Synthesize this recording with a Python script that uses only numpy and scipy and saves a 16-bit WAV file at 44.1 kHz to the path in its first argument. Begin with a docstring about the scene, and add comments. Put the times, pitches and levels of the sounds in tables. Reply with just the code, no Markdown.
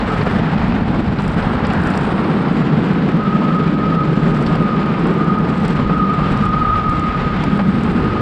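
"""Buffeting air, a hollow boom and a juddering wheel roar: the front seat of a wooden roller coaster.
Eddies thud on the microphone, the track shakes the car's body, and steel wheels grind on the rails.
The car clacks over the track while loose fittings rattle and tick and brushing steel sizzles.
Round the bend a wheel flange sticks and slips on the curved rail, squealing in spurts."""
import sys
import numpy as np
from scipy import signal
from scipy.fft import rfft, irfft, next_fast_len
from scipy.io import wavfile
from scipy.ndimage import uniform_filter1d, map_coordinates

SR = 44100
rng = np.random.default_rng(int(sys.argv[2]) if len(sys.argv) > 2 else 0)


def transcribe(u):
    """Save the signal u as a 16-bit wav file named by the first command-line argument.

    u: samples, shape (n,) or (channels, n), limited to [-1, 1]; the rate is SR.
    q: integer samples, one column per channel.
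    """
    v = np.clip(np.atleast_2d(u).T, -1, 1)
    q = np.round(v * 32767).astype(np.int16)
    wavfile.write(sys.argv[1], SR, q)


N = 362061

# Tone colours of the noise layers: f/Hz, relative level/dB
BUFFET_SPECTRUM = [(12, -24), (25, -3), (42, 3.5), (70, 2.5), (100, 4.5), (140, -2.5), (400, -58),
                   (1500, -120)]
BOOM_SPECTRUM = [(50, -40), (105, -27.5), (125, -9.5), (145, -3.5), (162, 0.5), (178, -1), (198, 0),
                 (222, -2.5), (245, -5), (278, -10.5), (305, -11.5), (345, -19.5), (450, -21), (600, -30),
                 (1200, -56), (3000, -120)]
PANEL_SPECTRUM = [(180, -29), (260, -4.5), (305, 2), (345, -2), (450, -4), (560, -15), (800, -28.5),
                  (2000, -120)]
ROAR_SPECTRUM = [(150, -24.5), (300, -2), (450, 3.5), (600, -0.5), (820, 2.5), (1050, -1), (1350, -1),
                 (1750, -9.5), (2400, -19.5), (5000, -50.5), (9000, -120)]
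GRIND_SPECTRUM = [(500, -14.5), (1000, -1), (1400, 3), (1900, -1.5), (2500, -4), (3200, -8), (4000, -13),
                  (5000, -19), (6000, -31), (7000, -32.5), (9500, -45), (15000, -82)]
RATTLE_SPECTRUM = [(3000, -11), (5500, -1), (6500, -5.5), (7400, 0.5), (7900, 0.5), (8600, -5), (9200, -14),
                   (10000, -16), (11100, -13), (13000, -18), (15500, -35)]
# Air on the microphone, calmer in mid-bend: t/s, level/dB
BUFFET_FADER = [(0, -25.5), (1.1, -24), (1.85, -24), (2.35, -34.5), (2.85, -32.5), (3.6, -35), (3.85, -28),
                (4.1, -31.5), (4.55, -29), (4.7, -34.5), (5.5, -29.5), (5.88, -23.5), (6.03, -30),
                (6.35, -23), (6.75, -23), (7.35, -24.5), (7.6, -28.5), (8.21, -22.5)]
# How hard the track shakes the car's body and its panels: t/s, level/dB
BOOM_FADER = [(0, -21), (.38, -15), (.55, -16.5), (.85, -15.5), (1.05, -18), (2.1, -16.5), (2.3, -14.5),
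              (3.7, -16), (4.6, -16), (5.4, -15.5), (6.4, -16.5), (6.62, -18), (6.73, -27.5), (6.83, -19),
              (7.1, -21), (7.4, -19), (7.57, -15.5), (8, -16), (8.21, -22)]
PANEL_FADER = [(0, -33), (0.45, -31), (0.8, -33), (0.95, -24.5), (1.15, -31), (1.5, -36), (1.8, -30),
               (2.45, -26.5), (2.95, -25.5), (3.15, -28), (4.6, -26.5), (4.95, -31.5), (5.07, -20.5),
               (5.3, -28.5), (6.2, -28), (6.5, -34), (7.05, -31.5), (7.6, -30.5), (8.1, -24.5)]
# Wheels on the running rails: t/s, roar level/dB, grind level/dB
WHEEL_FADERS = [(0, -22.5, -30.5), (.25, -24.5, -31), (.7, -28.5, -32.5), (.8, -27, -33.5),
                (1.17, -29, -34), (1.45, -22, -32.5), (1.7, -22, -31.5), (2.25, -22.5, -32),
                (2.7, -25, -33), (3.85, -28, -33.5), (4, -29, -34.5), (4.35, -27, -33.5),
                (5.05, -25.5, -32.5), (5.32, -26, -35.5), (5.45, -24.5, -34.5), (5.7, -27, -32),
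                (6.03, -29.5, -35), (6.25, -25.5, -32), (6.42, -24.5, -31.5), (6.5, -30, -34),
                (6.6, -26, -33), (6.75, -28, -33.5), (7.1, -28, -32), (7.35, -26, -31.5),
                (7.72, -29.5, -34), (7.9, -25.5, -32.5), (8.21, -27.5, -33)]
# Bouts of loose fittings rattling: start/s, end/s, level/dB
RATTLE_BOUTS = [(0.05, 0.35, -55.5), (1.2, 1.42, -60.5), (1.65, 2.05, -58.5), (2.54, 2.6, -55),
                (4.15, 4.47, -60.5), (5.5, 5.75, -59), (6.3, 6.45, -60), (6.85, 7.0, -62.5),
                (7.8, 7.95, -61.5)]
# Overlapping swells of band noise: start/s, end/s, f/Hz, half-width/Hz, level/dB
BAND_SWELLS = [(0.0, 0.37, 430, 69, -28.5), (0.102, 1.3, 760, 200, -29.5), (0.0, 0.9, 1760, 290, -36),
               (1.5, 2.06, 1550, 250, -30.5), (2.0, 2.7, 330, 29, -28.5), (2.15, 3.3, 161, 13, -22.5),
               (2.8, 4.3, 182, 17, -21.5), (3.95, 4.8, 154, 12, -21.5), (3, 5.2, 576, 63, -34.5),
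               (3.6, 5.95, 372, 81, -31), (6.8, 7.5, 2100, 99, -43), (6.9, 8.0, 142.4, 11, -27),
               (7.498, 7.8, 193, 17, -17)]
# Blows of the track on the car: t/s, level/dB, thud offset/dB, clink offset/dB
CLACK_CUES = [(0.064, -24, 0, -12), (0.210, -14, -5, -9), (0.262, -20.5, 3, -7), (0.576, -21, -4, -4),
              (0.613, -24, 8.5, -10), (0.719, -15.5, -4, -13), (0.935, -25, 7, -16), (1.184, -27, 7, 4),
              (1.422, -22.5, 3.5, -2), (1.647, -20, 4, 0), (1.700, -14, -2.5, -12), (1.766, -28, 3, -11),
              (1.935, -18.5, -2, -6), (2.177, -18, 3.5, -11), (2.241, -21, 3, -9), (2.452, -22.5, 5, -12),
              (2.562, -23, -7, -6), (2.608, -23.5, 3, -15), (2.946, -22, 0, -10), (3.415, -26, 8, -14),
              (3.849, -22, -3, -8), (4.032, -29, 10.5, -6), (4.262, -23, 2, -7), (4.462, -23.5, 0, 4),
              (4.550, -28, 10.5, 2.5), (4.915, -29, -3, -8), (4.937, -21, -9, -12), (5.051, -20, 3, -12),
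              (5.088, -23, 4, -15), (5.499, -25.5, 7, -11), (5.645, -20, -4, -6), (5.787, -24.5, 8, -3),
              (5.892, -22, 8, -13), (6.186, -23, 7, -17), (6.530, -23, 5, -5), (6.753, -20, -3, -6),
              (7.435, -19, 1, -11), (7.590, -14, -1, -14), (7.957, -23, 1, -9), (8.157, -24, 3, -14)]
# Close modes of the squealing wheel: f/Hz, relative level/dB
WHEEL_MODES = [(1207, -4), (1226, -7), (1240, 0), (1253, -8), (1266, -1.5), (1278, -7), (1301, -7)]
# Presses of the flange on the rail: start/s, end/s, level/dB, hardest-driven f/Hz
FLANGE_PRESSES = [(0.097, 0.153, -25.5, 1304), (3.21, 3.29, -26.5, 1283), (3.31, 3.37, -25, 1264),
                  (3.446, 3.534, -25.5, 1310), (3.538, 3.6, -23.5, 1260), (3.79, 3.883, -26.5, 1270),
                  (3.923, 4.021, -23, 1273), (4.298, 4.335, -31, 1240), (4.616, 4.827, -27, 1246),
                  (5.196, 5.234, -24.5, 1205), (5.303, 5.316, -20, 1226), (5.367, 5.389, -20.5, 1224),
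                  (5.915, 5.95, -24, 1254), (5.984, 6.04, -17.5, 1254), (6.09, 6.133, -19, 1205),
                  (6.204, 6.27, -25, 1223), (6.442, 6.48, -19, 1226), (6.528, 6.602, -20, 1240),
                  (6.617, 6.798, -17, 1250), (6.843, 6.927, -19, 1242), (6.95, 6.98, -22, 1260),
                  (7.022, 7.157, -21.5, 1248), (7.185, 7.3, -25.5, 1240), (8.046, 8.212, -28.5, 1253)]
# Sustained squeal of the flange leaning on the rail: t/s, level/dB
LEAN_FADER = [(2.7, -45), (3.1, -33), (3.3, -30), (4.2, -29.5), (5.4, -30.5), (5.7, -32.5), (5.9, -26),
              (7.2, -28.5), (7.6, -31.5), (7.78, -33.5), (8.21, -30)]
# The fittings' sharpest ticks: t/s, level/dB
TICK_CUES = [(0.3591, -38.5), (0.6823, -40), (1.2096, -40), (1.2211, -36), (1.2401, -38), (1.2796, -27.5),
             (1.3189, -37), (1.6686, -28.5), (1.735, -32), (1.8365, -31.5), (1.8728, -28.5), (1.9033, -31),
             (1.9757, -23.5), (3.548, -38), (4.3475, -35), (4.426, -30.5), (4.467, -36), (4.557, -34.5),
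             (4.996, -38.5), (5.0707, -33), (5.1407, -38.5), (5.2445, -37), (5.3867, -38), (5.5009, -39),
             (5.5813, -37), (5.6521, -33), (5.681, -27), (6.3225, -42.5), (6.3747, -32), (6.425, -38),
             (6.4545, -36), (6.772, -37), (6.8973, -32.5), (6.996, -31.5), (7.4393, -27.5), (7.5757, -37),
             (7.6839, -41), (7.8352, -29), (7.9189, -40)]
# Ring of a small metal fitting: f/Hz, relative level/dB, t60/s
FITTING_MODES = [(4820, 10.5, 0.0039), (5630, 1.5, 0.0087), (7340, 1, 0.013), (8260, 1.5, 0.012),
                 (8830, -3.5, 0.015), (11200, -14.5, .006), (12700, -23, .005)]
# Rubs of steel on steel: start/s, end/s, level/dB, top mode's first f/Hz, its last f/Hz
BRUSH_CUES = [(1.25, 1.554, -65, 8830, 8500), (1.852, 2.124, -60, 8700, 8520),
              (2.151, 2.38, -63, 8530, 8400), (7.458, 8.048, -68, 8620, 8540)]
# Modes of the brushed steel before their pitch shift: f/Hz, half-width/Hz, relative level/dB
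BRUSH_MODES = [(7450, 300, -8), (8250, 200, -7), (8500, 170, -0.5)]


def amp(db):
    """Decibels to gain."""
    return 10 ** (np.asarray(db) / 20)


def unit(x):
    """Scale to rms 1."""
    return x / np.sqrt(np.mean(x ** 2) + 1e-20)


def curves(rows):
    """One per-sample automation curve for each column after the time."""
    times, *columns = np.transpose(rows)
    return [np.interp(np.arange(N) / SR, times, column) for column in columns]


def wobble(rate):
    """A smooth random modulator with rate knots a second."""
    return map_coordinates(rng.standard_normal(int(N * rate / SR) + 4), [np.arange(N) * rate / SR])


def filtered(x, response):
    """Equalise x with a gain given as a function of frequency."""
    size = next_fast_len(N + SR // 2)
    return irfft(rfft(x, size) * response(np.fft.rfftfreq(size, 1 / SR)), size)[:N]


def noise(spectrum, grit=0):
    """White noise plus any grit, shaped by a spectrum on a log frequency axis, at rms 1."""
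    points_hz, db = np.transpose(spectrum)
    source = rng.standard_normal(N) + grit
    return unit(filtered(source, lambda hz: amp(np.interp(np.log(hz + 1), np.log(points_hz), db))))


def resonance(centre_hz, half_width_hz):
    """A resonant band of noise, at rms 1."""
    white = rng.standard_normal(N)
    return unit(filtered(white, lambda hz: 1 / (1 + ((hz - centre_hz) / half_width_hz) ** 2)))


def steady(x, seconds):
    """Level out the slow swells of x, holding it near rms 1."""
    size = max(int(seconds * SR), 8)
    power = uniform_filter1d(uniform_filter1d(x ** 2, size), size)
    return x / np.sqrt(np.abs(power) + 1e-12)


def patchy(x, depth_db):
    """Let the colour of x drift over a few hundred Hz and a tenth of a second, at rms 1."""
    spectrogram = signal.stft(x, nperseg=1024)[2]
    drift = rng.standard_normal(spectrogram.shape)
    for _ in range(2):
        drift = uniform_filter1d(uniform_filter1d(drift, size=5, axis=0), size=9, axis=1)
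    return unit(signal.istft(spectrogram * amp(depth_db * unit(drift)), nperseg=1024)[1][:N])


def impacts(per_second, spread_db):
    """Tiny random impacts of varying size, at rms 1."""
    struck = rng.random(N) < per_second / SR
    polarity = np.sign(rng.standard_normal(N))
    return unit(struck * polarity * amp(spread_db * np.clip(rng.standard_normal(N), -2, 2)))


def swells(rows, rise_s, fall_s):
    """Envelope of cues (start/s, end/s, level/dB): each rises, holds and dies; the loudest wins."""
    t = np.arange(N) / SR
    return np.max([amp(db) * np.exp(-np.maximum(start - t, 0) / rise_s - np.maximum(t - end, 0) / fall_s)
                   for start, end, db, *_ in rows], axis=0)


def judder(rate_hz, drift, uneven):
    """A loosely periodic shake plus the unevenness of the track, at rms 1."""
    turns = np.cumsum(rate_hz * (1 + drift * wobble(8))) / SR
    return unit(np.sin(2 * np.pi * turns) + uneven * (wobble(14) + 4.2 * wobble(60)))


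def knock(t60, band_hz, attack_s=0.0025):
    """A fast-dying noise burst in one band, at peak 1; the attack is the contact building up."""
    t = np.arange(SR // 8) / SR
    envelope = (1 - np.exp(-t / attack_s)) * amp(-60 * t / t60)
    bandpass = signal.butter(4, band_hz, "band", fs=SR, output="sos")
    burst = signal.sosfilt(bandpass, envelope * rng.standard_normal(len(t)))
    return burst / np.abs(burst).max()


def add(track, start_s, sound):
    """Mix a sound into the track at start_s."""
    part = track[max(round(start_s * SR), 0):][:len(sound)]
    part += sound[:len(part)]


def air_buffet():
    """Eddies thud on the microphone in low, uneven gusts."""
    level_db, = curves(BUFFET_FADER)
    return amp(level_db + 0.5 + 1.7 * wobble(16)) * steady(noise(BUFFET_SPECTRUM), 0.1)


def car_body(load):
    """The track makes the car's hollow body throb and its panels drum."""
    boom_db, = curves(BOOM_FADER)
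    panel_db, = curves(PANEL_FADER)
    rocking = judder(rate_hz=9.7, drift=0.11, uneven=0.19)
    boom = amp(boom_db - 0.5 + 0.87 * load + rocking) * steady(noise(BOOM_SPECTRUM), 0.08)
    panels = amp(panel_db + 1.1 + 1.2 * load) * steady(noise(PANEL_SPECTRUM), 0.076)
    return boom + panels


def wheels(load, looseness):
    """Steel rolls on steel: a roar, a gritty grind and a fine rattle, all pulsing with the load."""
    roar_db, grind_db = curves(WHEEL_FADERS)
    roar = steady(noise(ROAR_SPECTRUM, grit=0.51 * impacts(250, spread_db=2.5)), 0.13)
    grind = noise(GRIND_SPECTRUM, grit=0.61 * impacts(1500, spread_db=3.0))
    rattle = patchy(noise(RATTLE_SPECTRUM, grit=0.86 * impacts(300, spread_db=0.5)), depth_db=2.5)
    chatter = wobble(110)  # loose parts shake in bursts of about ten milliseconds
    bumps = wobble(20)  # rough and smooth patches of rail
    return (amp(roar_db - 0.95 + 0.63 * load + 0.52 * bumps) * roar
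            + amp(grind_db + 1.34 + 0.85 * load + 0.53 * bumps + 0.73 * chatter) * grind
            + looseness * amp(-0.4 + 1.7 * load + 0.9 * bumps + 2.0 * chatter) * rattle)


def band_swells(load):
    """Noise bands swell and overlap: low hums in the boom, shifting roar colour, a faint scrape."""
    out, t = np.zeros(N), np.arange(N) / SR
    for start, end, hz, half_width, db in BAND_SWELLS:
        progress = np.clip((t - start) / (end - start), 0, 1)
        swell = np.sqrt(np.abs(np.sin(np.pi * progress)))
        out += amp(db) * swell * steady(resonance(hz, half_width), 0.09)
    return out * amp(1.8 * load)


def clacks():
    """Each blow raps the car's panels, lands a wooden thud and clinks the running gear."""
    out = np.zeros(N)
    for start, db, thud_db, clink_db in CLACK_CUES:
        rap = amp(db - 3.5) * knock(t60=0.051, band_hz=(1420, 2800))
        thud = amp(db + thud_db + 2.0) * knock(t60=0.081, band_hz=(467, 1290))
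        clink = amp(db + clink_db - 5.5) * knock(t60=0.055, band_hz=(2970, 5030))
        add(out, start, rap + thud + clink)
    return out


def flange_squeal():
    """Stick and slip drive close, beating wheel modes, favouring those near the driven pitch."""
    start, end, _, pitch_hz = np.transpose(FLANGE_PRESSES)
    presses = swells(FLANGE_PRESSES, rise_s=0.012, fall_s=0.027)
    lean_db, = curves(LEAN_FADER)
    lean = amp(lean_db + 2 * wobble(21))
    driven_hz, = curves(np.transpose([(start + end) / 2, pitch_hz]))
    reach_hz = 45  # modes this far from the driven pitch get half the drive
    tone = np.zeros(N)
    for hz, db in WHEEL_MODES:
        drive = amp(db) / (1 + ((hz - driven_hz) / reach_hz) ** 2)
        tone += drive * steady(resonance(hz, half_width_hz=2.76), 0.12)
    rasp = 0.47 * resonance(1250, half_width_hz=40)
    flutter = amp(0.7 * wobble(26) + 0.5 * wobble(70))  # the grip catches and lets go
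    squeal = steady(tone + rasp, 0.024)  # friction holds the ringing to a steady size
    return np.hypot(presses, lean) * flutter * squeal


def fitting_ticks(looseness, light_ticks_per_s=14):
    """Each tick rings small metal parts at new strengths; light ticks crowd into the rattling bouts."""
    out, t = np.zeros(N), np.arange(SR // 25) / SR
    hz, mode_db, t60 = np.transpose(FITTING_MODES)[:, :, None]
    lowpass = signal.butter(2, 9000, fs=SR, output="sos")
    struck = np.flatnonzero(rng.random(N) < light_ticks_per_s / SR * looseness / looseness.mean())
    light_db = 20 * np.log10(looseness) + 14 + 2.5 * rng.standard_normal(N)
    for start, db in [*TICK_CUES, *zip(struck / SR, light_db[struck])]:
        decays = amp(mode_db + 2.0 * rng.standard_normal(hz.shape) - 60 * t / t60)
        ring = np.sum(decays * np.sin(2 * np.pi * (hz * t + rng.random(hz.shape))), axis=0)
        click = 1.3 * amp(-60 * t / 0.006) * rng.standard_normal(len(t))
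        tick = signal.sosfilt(lowpass, ring + click)
        add(out, start, amp(db + 2.5) * tick / np.abs(tick).max())
    return out


def steel_sizzle():
    """Light, unsteady rubbing keeps high steel modes ringing; their pitch sags through each rub."""
    ring = unit(sum(amp(db) * resonance(hz, half_width) for hz, half_width, db in BRUSH_MODES))
    top_mode_hz, = curves([point for start, end, _, first_hz, last_hz in BRUSH_CUES
                           for point in ((start, first_hz), (end, last_hz))])
    shift_hz = top_mode_hz - BRUSH_MODES[-1][0]  # all modes slide together
    sag = np.exp(2j * np.pi * np.cumsum(shift_hz) / SR)
    sagging_ring = np.real(signal.hilbert(ring, next_fast_len(N))[:N] * sag)
    flicker = amp(1.8 * wobble(22) + 2.2 * wobble(170))
    return swells(BRUSH_CUES, rise_s=0.04, fall_s=0.07) * flicker * sagging_ring


def scene():
    """A mono mix riding with the car in open air; one wheel load pulses body, wheels and band swells."""
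    load = judder(rate_hz=16.0, drift=0.072, uneven=0.46)
    bouts = swells(RATTLE_BOUTS, rise_s=0.03, fall_s=0.062)
    looseness = np.hypot(amp(-62.5), bouts)  # a faint rattle carries on between bouts
    bed = air_buffet() + car_body(load) + wheels(load, looseness) + band_swells(load)
    return (bed + clacks() + flange_squeal() + fitting_ticks(looseness) + steel_sizzle())[None]


def record(dry, cutoff_hz=15500):
    """A brick-wall low-pass takes off the very top of the mix."""
    return filtered(dry[0], lambda hz: hz < cutoff_hz)[None]


dry = scene()
out = record(dry)
transcribe(out)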